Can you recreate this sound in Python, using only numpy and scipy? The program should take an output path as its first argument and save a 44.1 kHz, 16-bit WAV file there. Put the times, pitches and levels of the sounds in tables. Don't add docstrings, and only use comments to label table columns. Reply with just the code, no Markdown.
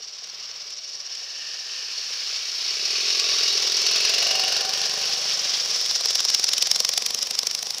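import sys
import numpy as np
from scipy import signal
from scipy.fft import rfft, irfft
from scipy.io import wavfile
from scipy.ndimage import uniform_filter1d

SR = 44100
rng = np.random.default_rng(int(sys.argv[2]) if len(sys.argv) > 2 else 0)


def dump(signal):
    limited = np.clip(np.atleast_2d(signal).T, -1, 1)
    pcm = np.round(limited * 32767).astype(np.int16)
    wavfile.write(sys.argv[1], SR, pcm)


N = 343980
TIME = np.arange(N) / SR

# time abreast in s, speed in m/s, nearest distance in m.
FIRST_RIDE = (3.933, 3.61, 3.32)
SECOND_RIDE = (6.314, 3.48, 3.44)
# time in s, opening 0-1.
SECOND_THROTTLE = [(0, .1), (5.1, .1), (5.8, 1), (7.07, .98), (7.16, .55), (7.42, 0.99), (7.8, 0.62)]
# frequency in Hz, relative level in dB.
THUMP_SPECTRUM = [(25, -45), (50, -30), (80, -27), (110, -6), (150, 0), (190, 0.5), (240, 6), (330, -8),
                  (500, -1.5), (1000, -33)]
RASP_SPECTRUM = [(40, -48), (150, -21), (300, -9.5), (420, 5), (600, 3.5), (800, 2.5), (1100, 2.5),
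                 (1600, -12), (2600, -8), (4500, -2.5), (8000, -14.5), (15000, -34)]
BARK_SPECTRUM = [(40, -48), (200, -30), (500, -25), (1200, -13), (2000, -14), (3000, -10), (4200, -1),
                 (5400, -1), (6500, -14), (8500, -20), (10500, -21.5), (13000, -24.5), (15000, -25.5)]
# wheels in at s, wheels out at s, spray in dB, drizzle in dB.
CROSSINGS = [(1.0, 4.32, -24.5, -55), (3.9, 5.46, -23.5, -50.5)]


def first_bike(beam_deg=12.6):
    # time in s, opening 0-1.
    throttle = [(0, 0.5), (1.3, 0.3), (2.45, 0.1), (2.85, 1), (4.05, 0.84), (5.3, 0.83), (6.3, 0.25),
                (7.8, 0.3)]
    # level in dB, drop with throttle shut in dB, aim in degrees, drop 90 degrees off in dB.
    voices = [ (-46, 10.5, 206, 5), (-35, 7.5, 173, 4), (-23, 2.5, 54, 4.5), (-28, 4, 109, 31),
              (-41.5, 15, 74, 14)]
    # frequency in Hz, width in Hz, level in dB, aim in degrees.
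    beamed_modes = [(653, 150, -40.5, 114.7), (780, 51, -41.5, 129), (1130, 65, -44.5, 57),
                    (1450, 170, -42, 124.4), (1760, 120, -56, 98), (2510, 210, -35, 47.5),
                    (2655, 130, -34, 98), (2845, 150, -30.5, 114.4), (3810, 170, -30.5, 56)]
    thump, rasp, valves, edge, intake = voice_gains(voices, FIRST_RIDE, throttle)
    proximity, angle_deg = distance_gain(FIRST_RIDE), bearing_deg(FIRST_RIDE)
    cycles = first_cycles()
    fire = strokes(cycles, phase=-.05, scatter_db=.8)
    draw = strokes(cycles, phase=.48, scatter_db=.8)
    echo = strokes(cycles, phase=.12, scatter_db=.8)
    beat = unit(colour(fire + .23 * draw + .27 * echo, THUMP_SPECTRUM))
    pulses = unit(fire + .5 * echo + .35 * draw)
    gas = puffs(fire + .76 * draw, rise_s=.0069, decay_s=.015)
    pipe_note = unit(resonate(resonate(pulses, 640, 580), 920, 990))
    suction = unit(draw + .6 * fire) + .15 * puffs(draw, rise_s=.001, decay_s=.006)
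    honk = unit(resonate(resonate(suction, 400, 110), 420, 150))
    bark_hits = strokes(cycles, phase=-.0094, scatter_db=-.2)
    bark = colour(puffs(bark_hits, rise_s=.00043, decay_s=.0069), BARK_SPECTRUM)
    far = clatter(cycles, [(-.36, -4), (-.26, 0), (-.14, -4)], decay_s=.006, ring_db=-3, scatter_db=1.5)
    far = unit(far + undb(.5) * resonate(far, 5640, 130))
    close = clatter(cycles, [(-.3, -12), (-.05, 7.5), (.2, -6), (.43, 4)], decay_s=.0081,
                    ring_db=1.5 + 2 * np.cos(np.radians(angle_deg)), scatter_db=3.5)
    close_share = np.clip(2.9 * (proximity - .22), 0, .96)
    exhaust = unit(unit(colour(gas, RASP_SPECTRUM)) + .38 * pipe_note)
    out = thump * beat + rasp * exhaust + intake * honk + edge * bark
    out += valves * (np.sqrt(1 - close_share) * far + np.sqrt(close_share) * close)
    for hz, width_hz, db, aim_deg in beamed_modes:
        beam = proximity * np.exp(-((angle_deg - aim_deg) / beam_deg) ** 2)
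        out += undb(db) * beam * ring(pulses + gas / 2, hz, width_hz)
    return out


def second_bike():
    # level in dB, drop with throttle shut in dB, aim in degrees, drop 90 degrees off in dB.
    voices = [ (-50.5, 3, 200, 7.5), (-41.5, -5, 180, 2.5), (-22, 5.5, 27, 5), (-31, 20, 106, 8)]
    thump, rasp, valves, edge = voice_gains(voices, SECOND_RIDE, SECOND_THROTTLE)
    cycles = second_cycles()
    fire = strokes(cycles, phase=.00099, scatter_db=5)
    pulses = unit(fire + .25 * strokes(cycles, phase=.2, scatter_db=2))
    beat = unit(colour(pulses + .3 * puffs(fire, rise_s=.002, decay_s=.012), THUMP_SPECTRUM))
    gas = puffs(fire, rise_s=.00082, decay_s=.0047) + .41 * unit(fire) + .73 * noise()
    exhaust = unit(colour(gas, RASP_SPECTRUM))
    bark_hits = strokes(cycles, phase=.02, scatter_db=2)
    bark = colour(puffs(bark_hits, rise_s=.001, decay_s=.0025), BARK_SPECTRUM)
    chatter = clatter(cycles, [(-.48, -5.5), (-.32, -5.5), (-.17, -4), (.03, -14)],
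                      decay_s=.0077, ring_db=-30, scatter_db=7)
    return thump * beat + rasp * exhaust + edge * bark + valves * chatter


def silencer_cracks(crack_s=.002, leak_s=.008, leak_db=-15, near_lag_cycles=.035, far_lag_cycles=.09):
    # level in dB, drop with throttle shut in dB, aim in degrees, drop 90 degrees off in dB.
    silencers = [(-10.3, 12, 119, 32), (-15.8, 10, 110, 44)]
    # frequency in Hz, relative level in dB.
    crack_spectrum = [(40, -42), (200, -20.5), (500, -26), (750, -7), (1200, -24), (2000, -10.5),
                      (3000, -4), (4200, -3.5), (5400, 8.5), (6500, -4), (8500, -18.5), (10800, -17.5),
                      (13000, -26.5), (15000, -26.5)]
    cycle_pairs = second_cycles() / 2
    near, far = voice_gains(silencers, SECOND_RIDE, SECOND_THROTTLE)
    hits = near * strokes(cycle_pairs, phase=(1 + near_lag_cycles) / 2, scatter_db=1.5)
    hits += far * strokes(cycle_pairs, phase=far_lag_cycles / 2, scatter_db=3)
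    age_s = np.arange(-SR // 20, SR // 20 + 1) / SR
    leak = undb(leak_db) * np.exp(-np.abs(age_s) / leak_s) * (age_s < 0)
    envelope = leak + np.exp(-(age_s / crack_s) ** 2)
    gas = unit(grains(per_s=25000, spread_db=.5) + .27 * noise())
    burst = colour(signal.fftconvolve(hits, envelope, mode="same") * gas, crack_spectrum)
    treble = signal.sosfiltfilt(signal.butter(2, 8000, "high", fs=SR, output="sos"), burst)
    lift_db = 7 - 1.5 * np.cos(np.radians(bearing_deg(SECOND_RIDE)))
    return burst + (undb(lift_db) - 1) * treble


def clatter(cycles, strikes, decay_s, ring_db, scatter_db):
    # frequency in Hz, width in Hz, relative level in dB.
    fin_modes = [(1660, 24, -6), (2282, 31, 4), (2670, 45, 4.5), (2866, 42, 9), (3850, 8, 15),
                 (4383, 118, 13.5)]
    # frequency in Hz, relative level in dB.
    clatter_spectrum = [(40, -84), (300, -27.5), (1200, -23), (2000, -17), (2700, -17), (3600, -9.5),
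                        (4400, -9.5), (4800, -1.5), (5450, 3.5), (5900, -3), (6500, -12.5), (8000, -25),
                        (12500, -56), (15000, -40.5)]
    hits = sum(undb(db) * strokes(cycles, phase, scatter_db) for phase, db in strikes)
    rattle = puffs(hits, rise_s=.0048, decay_s=decay_s) + undb(-4) * grains(per_s=2200, spread_db=5)
    fins = sum(undb(db) * resonate(rattle, hz, width_hz) for hz, width_hz, db in fin_modes)
    fins = signal.lfilter(*signal.butter(2, 1500, "high", fs=SR), fins)
    return unit(colour(rattle, clatter_spectrum) + undb(ring_db) * fins)


def gear_whine(teeth=32, case_hz=759, case_width_hz=12):
    cycles = first_cycles()
    throb = (1 + .45 * np.cos(2 * np.pi * cycles)) * undb(2.5 * drift(14))
    mesh = np.sin(2 * np.pi * teeth * cycles + .5 * drift(14))
    case = resonate(resonate(mesh, case_hz, case_width_hz), case_hz, 4 * case_width_hz)
    return distance_gain(FIRST_RIDE) * throb * (undb(-55.5) * mesh + undb(-35) * case)


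def spray(drum_delay_s=.57, drum_s=.49):
    # frequency in Hz, width in Hz, level in dB.
    mudguard_modes = [(1820, 220, -41), (2880, 710, -38.5)]
    # peak time in s, half-width in s, level in dB.
    splashes = [(2.137, 0.011, -29), (2.365, 0.026, -27.5), (2.48, 0.016, -34), (4.84, 0.014, -24),
                (5.12, .03, -28), (5.318, 0.013, -24.5), (5.5, 0.019, -40), (5.54, 0.0048, -25),
                (6.194, 0.001, -21)]
    # frequency in Hz, relative level in dB.
    water_spectrum = [(40, -71), (300, -24), (900, -11.5), (1800, -9.5), (2800, -2.5), (4000, -0.5),
                      (5400, 6), (6500, -5), (8300, -23), (10500, -24), (12700, -50), (15000, -24)]
    plinks = unit(sum(resonate(grains(per_s=40, spread_db=3), hz, hz / 14)
                      for hz in np.geomspace(1400, 6000, 24)))
    drops = unit(grains(per_s=3000, spread_db=-2) + 1.18 * noise() + .58 * plinks)
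    drops *= undb(drift(18) + drift(7) / 2)
    power, drumming = 0, 0
    for ride, (in_s, out_s, db, _) in zip((FIRST_RIDE, SECOND_RIDE), CROSSINGS):
        power += (undb(db) * distance_gain(ride) * wash(in_s, out_s, fall_s=.4)) ** 2
        drumming += distance_gain(ride) * np.exp(-((TIME - in_s - drum_delay_s) / drum_s) ** 2)
    mudguards = sum(undb(db) * ring(drops, hz, width_hz) for hz, width_hz, db in mudguard_modes)
    sheets = sum(undb(db) * np.exp(-((TIME - at_s) / half_s) ** 2) for at_s, half_s, db in splashes)
    water = unit(colour(drops, water_spectrum)) * np.sqrt(power + sheets ** 2)
    return water + drumming * mudguards


def sharp_ticks():
    # peak time in s, level in dB.
    ticks = [(0.243, -33), (.274, -37), (.706, -29.5), (1.153, -28.5), (3.199, -14.5), (4.742, -30),
             (5.336, -26)]
    envelope = sum(undb(db) * np.exp(-np.abs(TIME - at_s) / .0028) for at_s, db in ticks)
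    return colour(envelope * noise(), [(100, -52), (1000, -6), (5500, 20), (8500, -2), (15000, -18)])


def drizzle(delay_s=.44):
    envelope = sum(undb(db) * wash(in_s + delay_s, out_s + delay_s, fall_s=5)
                   for in_s, out_s, _, db in CROSSINGS)
    drops = grains(per_s=3100, spread_db=7)
    return envelope * colour(drops, [(3000, -25), (7000, 9), (10000, 5), (13000, -1), (15000, 1.5)])


def tree_echo(x, rise_s=.02, decay_s=.07):
    t = TIME[:SR // 2]
    tail = rng.standard_normal(len(t)) * np.exp(-t / decay_s) * (1 - np.exp(-t / rise_s))
    echo = signal.fftconvolve(x, tail / np.linalg.norm(tail))[:N]
    return undb(-14) * signal.lfilter(*signal.butter(1, 5000, fs=SR), echo)


def stream():
    # frequency in Hz, relative level in dB.
    stream_spectrum = [(18, -70), (30, -41), (136, -19), (296, -27.5), (426, -33.5), (905, -10),
                       (1110, -11.5), (1870, -13), (2920, -6.5), (3980, -9), (5580, -5.5), (7430, -55),
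                       (15000, -31.5)]
    flow = unit(noise() + .5 * grains(per_s=1400, spread_db=1.5)) * undb(2.5 * drift(4))
    return undb(-46) * colour(flow, stream_spectrum)


def first_cycles():
    # time in s, firing rate in Hz.
    firing_rate = [(0, 19.0), (1, 17.85), (1.7, 15.92), (2.65, 15.63), (2.9, 19.24), (3.1, 21.4),
                   (3.4, 21.08), (3.8, 20.58), (4.05, 22.2), (4.3, 23.74), (4.6, 23.39), (4.85, 25.06),
                   (5.4, 25.05), (7.8, 27)]
    return .3 + np.cumsum(curve(firing_rate)) / SR


def second_cycles():
    # time in s, firing rate in Hz.
    firing_rate = [(0, 18.06), (4.5, 18.08), (5.6, 19.31), (6, 20.53), (6.3, 20.71), (6.55, 21.98),
                   (6.9, 22.87), (7.2, 24.48), (7.5, 25.12), (7.8, 26.18)]
    return np.cumsum(curve(firing_rate)) / SR


def strokes(cycles, phase, scatter_db):
    onsets = np.flatnonzero(np.diff(np.floor(cycles - phase)) > 0)
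    sizes = undb(scatter_db * rng.uniform(-1.54, 1, size=400))
    return np.bincount(onsets, sizes[:len(onsets)], N)


def puffs(hits, rise_s, decay_s):
    t = TIME[:SR // 10]
    envelope = (1 - np.exp(-t / rise_s)) * np.exp(-t / decay_s)
    return unit(signal.fftconvolve(hits, envelope)[:N] * noise())


def voice_gains(voices, ride, throttle):
    shut = 1 - np.clip(curve(throttle), 0, 1)
    gains = []
    for db, shut_db, aim_deg, side_db in voices:
        off_axis = 1 - np.cos(np.radians(bearing_deg(ride) - aim_deg))
        gains.append(distance_gain(ride) * undb(db - shut_db * shut - side_db * off_axis))
    return gains


def distance_gain(ride):
    abreast_s, speed_m_s, nearest_m = ride
    return nearest_m / np.hypot(speed_m_s * (TIME - abreast_s), nearest_m)


def bearing_deg(ride):
    abreast_s, speed_m_s, nearest_m = ride
    return np.degrees(np.arctan2(nearest_m, speed_m_s * (abreast_s - TIME)))


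def wash(start_s, end_s, fall_s, rise_s=.6):
    build = 1 - np.exp(-np.maximum(TIME - start_s, 0) / rise_s)
    return build * np.exp(-np.maximum(TIME - end_s, 0) / fall_s)


def grains(per_s, spread_db):
    sizes = undb(spread_db * np.minimum(rng.exponential(size=N), np.pi))
    return unit((rng.random(N) < per_s / SR) * sizes * np.sign(noise()))


def colour(x, spectrum, size=8192):
    hz, db = np.transpose(spectrum)
    bin_hz = np.arange(size // 2 + 1) * SR / size
    gain = unit(undb(np.interp(np.log(bin_hz + 1), np.log(hz), db)))
    cepstrum = irfft(np.log(gain))
    cepstrum[1:size // 2] *= 2
    cepstrum[size // 2 + 1:] = 0
    return signal.fftconvolve(x, irfft(np.exp(rfft(cepstrum))))[:N]


def resonate(x, hz, width_hz):
    return signal.lfilter(*signal.iirpeak(hz, hz / width_hz, fs=SR), x)


def ring(x, hz, width_hz):
    return unit(resonate(resonate(x, hz, width_hz), hz, 2 * width_hz))


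def drift(rate_hz):
    hold = int(SR / rate_hz)
    steps = np.repeat(rng.standard_normal(N // hold + 2), hold)
    return unit(uniform_filter1d(steps, hold)[:N])


def noise():
    return rng.standard_normal(N)


def curve(rows):
    return np.interp(TIME, *np.transpose(rows))


def unit(x):
    return x / np.sqrt(np.mean(x ** 2) + 1e-18)


def undb(db):
    return 10 ** (np.asarray(db) / 20)


def scene():
    bikes = first_bike() + gear_whine() + second_bike() + silencer_cracks()
    direct = bikes + spray() + sharp_ticks() + drizzle()
    return (direct + tree_echo(direct) + stream())[None]


def record(dry, top_hz=15500):
    # frequency in Hz, width in Hz.
    notches = [(298, 74), (905, 126)]
    for hz, width_hz in notches:
        dry = signal.lfilter(*signal.iirnotch(hz, hz / width_hz, fs=SR), dry)
    rounded = .9 * np.tanh(dry / .9)
    return signal.sosfilt(signal.ellip(10, .2, 80, top_hz, fs=SR, output="sos"), rounded)


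dry = scene()
out = record(dry)
dump(out)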